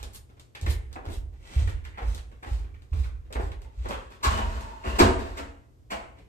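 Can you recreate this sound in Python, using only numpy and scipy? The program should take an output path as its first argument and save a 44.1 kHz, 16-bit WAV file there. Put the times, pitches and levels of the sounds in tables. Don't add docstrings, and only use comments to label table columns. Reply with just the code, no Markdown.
import sys
import numpy as np
from scipy import signal
from scipy.fft import rfft, irfft, next_fast_len
from scipy.io import wavfile
from scipy.ndimage import uniform_filter1d

SR = 44100
rng = np.random.default_rng(int(sys.argv[2]) if len(sys.argv) > 2 else 0)


def pcm_store(signal):
    levels = np.round(np.clip(np.atleast_2d(signal), -1, 1) * 32767)
    wavfile.write(sys.argv[1], SR, levels.astype(np.int16).T)


N = 277036
T = np.arange(SR) / SR
HZ = np.fft.rfftfreq(2 * SR, 1 / SR)


def amp(db):
    return 10 ** (np.asarray(db) / 20)


def unit(x):
    return x / np.sqrt(np.mean(x ** 2) + 1e-20)


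def crest(x):
    power = uniform_filter1d(np.mean(x ** 2, axis=0), size=SR // 50)
    return x / np.sqrt(power.max() + 1e-20)


def along(points, hz):
    f, v = np.transpose(points)
    return np.interp(np.log(hz + 1), np.log(f + 1), v)


def filtered(x, response):
    n = x.shape[-1]
    padded = next_fast_len(n + SR // 10)
    spectrum = rfft(x, padded) * response(np.fft.rfftfreq(padded, 1 / SR))
    return irfft(spectrum, padded)[..., :n]


def resonance(hz, centre, width):
    return 1j * hz * width / (centre ** 2 - hz ** 2 + 1j * hz * width)


def add(track, s, sound):
    start = round(s * SR)
    part = sound[:, max(-start, 0):N - start]
    track[:, max(start, 0):][:, :part.shape[1]] += part


def grains(rough_db):
    size = np.interp(T, np.arange(1001) / 1000, rng.standard_normal(1001))
    return rng.standard_normal(SR) * amp(rough_db * size)


def blow(length):
    return (T / length * np.exp(-T / length)) ** 2


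def swell(half):
    return np.exp(-((T - 1 / 4) / half) ** 2 / 2)


def coloured(x, spectrum, body_db, middle_db, treble_db, ripple_db=3.5):
    low = 1 / (1 + (HZ / 700) ** 6)
    high = 1 / (1 + (HZ / 3500) ** 6)
    knots = 300 * np.expm1(np.linspace(0, 1, 150) ** .6 * np.log(SR / 600))
    ripple = np.interp(HZ, knots, rng.standard_normal(len(knots))) / (1 + HZ / 9000)
    z = rfft(x, 2 * SR) * amp(along(spectrum, HZ) + ripple_db * ripple)
    shares = [(low, body_db), (high - low, middle_db), (1 - high, treble_db)]
    return sum(amp(db) * crest(irfft(z * share)[:, :SR]) for share, db in shares)


# (frequency [Hz], side minus mid [dB])
PORT_WIDTH = [(60, -15), (130, 0.5), (220, -5.5), (380, -3), (700, 1.5), (1250, 4.5), (2400, -0.5),
              (4400, -0.5), (8000, -3), (14000, 5.5)]


def diffuse(n):
    def shares(hz):
        ratio = amp(along(PORT_WIDTH, hz))
        return np.array([np.ones_like(hz), ratio]) / np.hypot(1, ratio)

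    mid, side = filtered(rng.standard_normal((2, n)), shares)
    return np.array([mid + side, mid - side])


# (frequency [Hz], time to fall by 60 dB [s])
ROOM_DECAY = [(60, 0.4), (250, 0.71), (1000, 0.53), (2200, 0.54), (5000, 0.38), (9000, 0.47), (14000, 0.22)]
# (frequency [Hz], phase by which the left leads [radians])
PORT_LEAD = [(0, -1), (520, 2.18), (1550, 3.0), (3010, 9), (5680, 10.5), (6370, 10.5), (6800, 10.5),
             (8180, 12), (10100, 7.5), (10900, 5.5), (12500, 19.5), (13700, 14), (14600, 24.5),
             (15000, 22.5)]


def in_room(source, direct_db, early_db, early_t60=0.17, gap=0.0039):
    hz, t, noise = signal.stft(diffuse(SR), SR, nperseg=128)
    energy = np.mean(abs(signal.stft(source, nperseg=128)[2]) ** 2, axis=0)
    late = amp(-60 * t / along(ROOM_DECAY, hz)[:, None]) ** 2
    early = amp(early_db - 60 * t / early_t60) ** 2
    decay = (late + early) * (1 - np.exp(-t / gap))
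    stored = np.abs(signal.fftconvolve(energy[None], decay, axes=1)[:, :len(t)])
    tail = signal.istft(noise * np.sqrt(stored), SR, nperseg=128)[1][:, :SR]
    lag = np.interp(HZ, *np.transpose(PORT_LEAD))
    direct = irfft(rfft(source, 2 * SR) * np.exp(-1j * np.array([0 * lag, lag])))[:, :SR]
    return amp(direct_db) * unit(direct) + unit(tail)


# (frequency [Hz], level per Hz [dB])
AIR_SPECTRUM = [(20, -22), (50, 2.5), (80, 4), (180, -16), (370, -15.5), (600, -24.5), (1000, -29),
                (2000, -38.5), (3500, -39.5), (6000, -40.5), (9000, -43.5), (13500, -41.5), (15000, -66)]


def room_air(air_db=-55, hum_hz=120, hum_db=-60):
    air = unit(filtered(diffuse(N), lambda hz: amp(along(AIR_SPECTRUM, hz))))
    hum = np.sin(2 * np.pi * hum_hz * np.arange(N) / SR)
    return amp(air_db) * air + amp(hum_db) * hum


# (frequency [Hz], level per Hz [dB])
SOLE_SPECTRUM = [(90, -26), (160, -5), (260, 3.5), (420, 4), (700, -3), (1100, -2), (1600, -5),
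                 (2400, -10.5), (3500, -22.5), (5000, -33.5), (8000, -38.5), (13000, -42.5), (15000, -58)]


def shuffles(count=34, span_s=5.2, body_db=-61, middle_db=-65, treble_db=-72, spread_db=10):
    out = np.zeros((2, N))
    for k, (when, size) in enumerate(rng.random((count, 2))):
        touch = in_room(grains(rough_db=10.0) * blow(.006), direct_db=-3.5, early_db=1)
        touch = coloured(touch, SOLE_SPECTRUM, body_db, middle_db, treble_db)
        add(out, (k + when) / count * span_s, amp(spread_db * (size - 0.5)) * touch)
    return out


# (time of peak force [s], treble level [dB], middle re treble [dB])
FLOOR_TICKS = [(.03, -44.5, -3), (0.3977, -54.5, -3.5), (0.6141, -47.5, -20), (.929, -52.5, -3.5),
               (1.696, -53, -2), (2.148, -45, -14), (2.179, -53.5, 6), (2.821, -66.5, 0),
               (3.3272, -45.5, 1), (3.5193, -59, 11), (3.619, -60.5, 2.5), (3.8887, -45.5, -14),
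               (4.378, -51, 11.5), (4.609, -53.5, 0.5)]


def ticks(length=.0021, body_db=-4):
    out = np.zeros((2, N))
    for s, db, middle_db in FLOOR_TICKS:
        tick = in_room(grains(rough_db=4) * blow(length), direct_db=-2, early_db=9)
        add(out, s - length, amp(db) * coloured(tick, CLOTH_SPECTRUM, body_db, middle_db, 0))
    return out


SWISH_MIDDLE_DB, SWISH_HALF_S, DULLER_DB_PER_OCTAVE = 1, 0.049, 5
# (frequency [Hz], level per Hz [dB])
CLOTH_SPECTRUM = [(150, 0.5), (400, -2.5), (1200, -2), (2300, -4.5), (3600, -3), (5500, -8), (8000, -8.5),
                  (10000, -11.5), (13000, -15.5), (15000, -24)]


def clothes(body_db=-1.5, fizz=0.91):
    out = np.zeros((2, N))
    for s, *_, after, db, half in STRIDES:
        middle_db = SWISH_MIDDLE_DB + DULLER_DB_PER_OCTAVE * np.log2(half / SWISH_HALF_S)
        swish = in_room(grains(rough_db=6) * swell(half), direct_db=-2.5, early_db=15.5)
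        cloth = [(hz, level - fizz * middle_db * (hz > 9000)) for hz, level in CLOTH_SPECTRUM]
        swish = coloured(swish, cloth, middle_db + body_db, middle_db, 0)
        add(out, s + after - 1 / 4, amp(db) * swish)
    return out


# (centre time [s], level [dB], half length [s], pitch [Hz])
JOINT_CREAKS = [(3.665, -57, .012, 890), (4.361, -43.5, .04, 2960), (4.402, -35, 0.021, 955),
                (4.462, -46.5, .022, 950), (4.681, -44, 0.064, 910), (4.896, -44.5, .04, 2770)]


def creaks(sharpness=15):
    out = np.zeros((2, N))
    for s, db, half, hz in JOINT_CREAKS:
        slip = in_room(grains(rough_db=6) * swell(half), direct_db=-3, early_db=2)
        sung = filtered(slip, lambda f: resonance(f, hz, hz / sharpness) ** 2)
        add(out, s - 1 / 4, amp(db) * crest(sung))
    return out


# (frequency [Hz], level [dB])
PANEL_MODES = [(217, 1), (248, -19), (277, -1), (375, 1.5), (467, -0.5), (513, -8), (667, 5), (803, -10),
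               (830, -3.5), (919, 3), (1000, -10.5), (1078, -0.5), (2584, -4.5), (2832, 5)]


def panels(x, panel_db=-1, panel_width_hz=11):
    modes = 1 + sum(amp(level + panel_db) * resonance(HZ, hz, panel_width_hz * np.sqrt(hz / 300))
                    for hz, level in PANEL_MODES)
    return irfft(rfft(x, 2 * SR) * modes)[:, :SR]


# (frequency [Hz], level per Hz [dB])
WOOD_SPECTRUM = [(90, -11.5), (160, -14), (205, -11), (300, -8), (450, -9.5), (650, -8.5), (1050, -5),
                 (1600, -8), (2700, -16), (3300, -17.5), (4600, -19), (6000, -24.5), (7700, -23.5),
                 (9500, -31.5), (13500, -31), (15000, -53)]
# (time [s], level [dB])
SCRAPE_AND_TAIL = [
    [(4.3, -39.5), (4.414, -45.5), (4.616, -51.5), (4.654, -52), (4.788, -63), (4.892, -39), (4.948, -48.5),
     (4.96, -31.5)],
    [(5.18, -39.5), (5.246, -47), (5.346, -52), (5.366, -42.5), (5.38, -48.5)],
]


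def uneven_wood(level_db=-3, body_db=-2, treble_db=-10):
    out = np.zeros((2, N))
    for points in SCRAPE_AND_TAIL:
        s, db = np.transpose(points)
        strength = amp(np.interp(s[0] + T, s, db, right=-120))
        uneven = grains(rough_db=7.5) * strength
        noise = panels(in_room(uneven, direct_db=-8, early_db=6.5))
        noise = coloured(noise, WOOD_SPECTRUM, body_db, 0, treble_db)
        add(out, s[0], amp(db.max() + level_db) * noise)
    return out


def rattle(length, ring_hz, ring_db=0.0, ring_width=0.2):
    contacts = in_room(grains(rough_db=1.5) * blow(length), direct_db=-2.0, early_db=1.5)
    return filtered(panels(contacts), lambda f: 1 + amp(ring_db) * resonance(f, ring_hz, ring_width * ring_hz))


EDGE_DB, MASS_LAG_S, MASS_LENGTH_RATIO = -1, .011, 0.98
# (time [s], level [dB], body re level [dB], treble re level [dB], edge rattle length [s],
#   edge resonance [Hz], mass resonance [Hz], load on the floor [dB], pitch of the boards [Hz])
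FURNITURE_KNOCKS = [(4.225, -25, -9, -8, 0.017, 1060, 1270, -12, 71.4),
                    (4.371, -34.5, -1, -13, 0.0054, 940, 970, -16.5, 48.6),
                    (4.83, -41, 5.5, -31, .018, 743, 400, -18, 66.4),
                    (4.984, -19.5, 6, -7.5, 0.011, 1008, 236, -11.5, 86),
                    (5.368, -40.5, 1, -6.5, 0.0089, 1970, 292, -34, 65),
                    (5.9, -35.5, -1.5, -10, 0.013, 2130, 620, -35.5, 61.3)]


def furniture(edge_body_db=-10, mass_treble_db=-7, left_db=0.08):
    out = np.zeros((2, N))
    for s, db, body_db, treble_db, length, edge_hz, mass_hz, *_ in FURNITURE_KNOCKS:
        edge = rattle(length, edge_hz)
        edge = coloured(edge, WOOD_SPECTRUM, body_db + edge_body_db, EDGE_DB, treble_db)
        add(out, s, amp(db) * edge)
        mass = rattle(length * MASS_LENGTH_RATIO, mass_hz)
        mass = coloured(mass, WOOD_SPECTRUM, body_db, 0, treble_db + mass_treble_db)
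        add(out, s + MASS_LAG_S, amp(db) * mass)
    return out * amp([[left_db], [-left_db]])


def pat(length, ring_hz, body_db, treble_db, ring_db=1, ring_width=0.38):
    contact = in_room(grains(rough_db=8) * blow(length), direct_db=-2, early_db=3)
    contact = filtered(contact, lambda f: 1 + amp(ring_db) * resonance(f, ring_hz, ring_width * ring_hz))
    return coloured(contact, SOLE_SPECTRUM, body_db, 0, treble_db)


# (time [s], level [dB], body re level [dB], treble re level [dB],
#   contact length [s], main resonance [Hz])
SOFT_NOISES = [(0.549, -46, -12, -1, 0.0033, 2180), (0.661, -37, -3, -6, 0.0059, 2040),
               (0.956, -40.5, -3, -26, 0.005, 750), (1.673, -42.5, -3, -6, 0.0032, 1870),
               (1.839, -49, -35, -3.5, 0.011, 1730), (1.927, -55.5, -18, -16, 0.027, 2300),
               (2.74, -59.5, -16, -8.5, 0.0044, 2430), (2.925, -50, -0.5, -21.5, 0.0045, 1070),
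               (3.033, -51, -14, -5.5, 0.0096, 1430), (3.303, -55.5, 8.5, -15, .006, 740),
               (3.898, -35, -34, -11, 0.016, 930), (4.089, -54.5, -4, -4, 0.029, 1100),
               (6.167, -65.5, 10, 1.5, 0.017, 2200)]


def soft_noises():
    out = np.zeros((2, N))
    for s, db, body_db, treble_db, length, ring_hz in SOFT_NOISES:
        add(out, s, amp(db) * pat(length, ring_hz, body_db, treble_db))
    return out


FLAT_S, FLAT_DB, FLAT_BODY_DB = .037, -4, 8
PAT_S, GRIT_DB, SOLE_HZ = 0.011, -56, 787


def soles():
    out = np.zeros((2, N))
    for s, _, _, _, _, after, db, body_db, *_ in STRIDES:
        touch = pat(PAT_S, SOLE_HZ, body_db, GRIT_DB - db)
        add(out, s + after, amp(db) * touch)
        flat = pat(PAT_S, SOLE_HZ, body_db + FLAT_BODY_DB, GRIT_DB - db)
        add(out, s + after + FLAT_S, amp(db + FLAT_DB) * flat)
    return out


BALL_PITCH = 0.889
ROCK_S, ROCK_LOSS_DB, REST_HZ = .075, 11, 57.4
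LOAD_LAG_S, TIP_S, TIP_DB = 0.039, 0.0607, -1.5
# (heel time [s], weight [dB], pitch of the boards [Hz], roll to the ball [s],
#   ball re heel [dB], sole touches after heel [s], pat level [dB], pat body re level [dB],
#   swish peak after heel [s], swish treble level [dB], swish half length [s])
STRIDES = [(.001, -26, 61.7, .04, -3.5, -0.0098, -53, -7.5, 0.15, -45, 0.011),
           (0.623, -17, 81.4, 0.046, 5, 0.00048, -54, 5.5, 0.084, -40.5, 0.017),
           (1.069, -16.5, 52.6, 0.1, -2.5, -0.028, -48, 2, 0.06, -50, .028),
           (1.561, -9.5, 68.5, .056, 0, -.01, -57, 4.5, 0.014, -51, 0.084),
           (2.018, -20, 54.5, 0.052, 3.5, -0.046, -39, -9, 0.081, -55.5, 0.049),
           (2.468, -23, 64.3, 0.044, 9.5, -.044, -43, -7, 0.06, -56, 0.053),
           (2.918, -13, 71.4, 0.0491, 1, .007, -60.5, 0.5, .085, -57.5, 0.047),
           (3.356, -16, 55, .074, -0.5, -.008, -37, 0, 0.079, -57.5, 0.038),
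           (3.775, -17.5, 57.7, .07, -5, .069, -40, 1, 0.14, -59, 0.094)]


def loads():
    landings = [step[:5] for step in STRIDES]
    landings += [(s + LOAD_LAG_S, db, hz, TIP_S, TIP_DB) for s, *_, db, hz in FURNITURE_KNOCKS]
    for s, db, hz, roll, ball_db in landings:
        yield s, db, hz
        yield s + roll, db + ball_db, hz * BALL_PITCH
        for k in (1, 2):
            yield s + roll + k * ROCK_S, db + ball_db - k * ROCK_LOSS_DB, REST_HZ


HEAVY_DB, HEAVY_SLOPE = -13.5, 0.15
# (frequency [Hz], level per Hz [dB])
BOOM_SPECTRUM = [(15, -19.5), (44, 5), (74, 1.5), (100, -12), (150, -21.5), (400, -57.5)]


def boards(rise=0.0091, t60=0.21, upper=1.427, upper_db=-11, boom_db=-13, boom_t60=0.87,
           right_db=1.4, low_hz=29, high_hz=150):
    out = np.zeros((2, N))
    for s, db, hz in loads():
        onset = 1 - np.exp(-(T / rise) ** 2)
        overtone_db = upper_db + HEAVY_SLOPE * (db - HEAVY_DB)
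        overtone = amp(overtone_db) * np.sin(2 * np.pi * hz * upper * T)
        swing = (np.sin(2 * np.pi * hz * T) + overtone) * onset * amp(-60 * T / t60)
        air = unit(filtered(diffuse(SR), lambda f: amp(along(BOOM_SPECTRUM, f))))
        boom = amp(boom_db) * air * onset * amp(-60 * T / boom_t60)
        pan_db = np.interp(s, [3, 4.5], [right_db, 0])
        add(out, s, amp(db + np.array([[-pan_db], [pan_db]])) * (swing + boom))
    return filtered(out, lambda f: (1 - 1 / (1 + (f / low_hz) ** 4)) / (1 + (f / high_hz) ** 8))


def scene():
    background = room_air() + shuffles() + ticks() + clothes()
    moved_piece = creaks() + uneven_wood() + furniture()
    return background + moved_piece + soft_noises() + soles() + boards()


def record(dry, notch_hz=10500, notch_width_hz=380, notch_db=-38, top_hz=15400):
    def response(hz):
        notch = amp(notch_db * np.exp(-((hz - notch_hz) / notch_width_hz) ** 2))
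        return notch * (hz < top_hz)

    return filtered(dry, response)


dry = scene()
out = record(dry)
pcm_store(out)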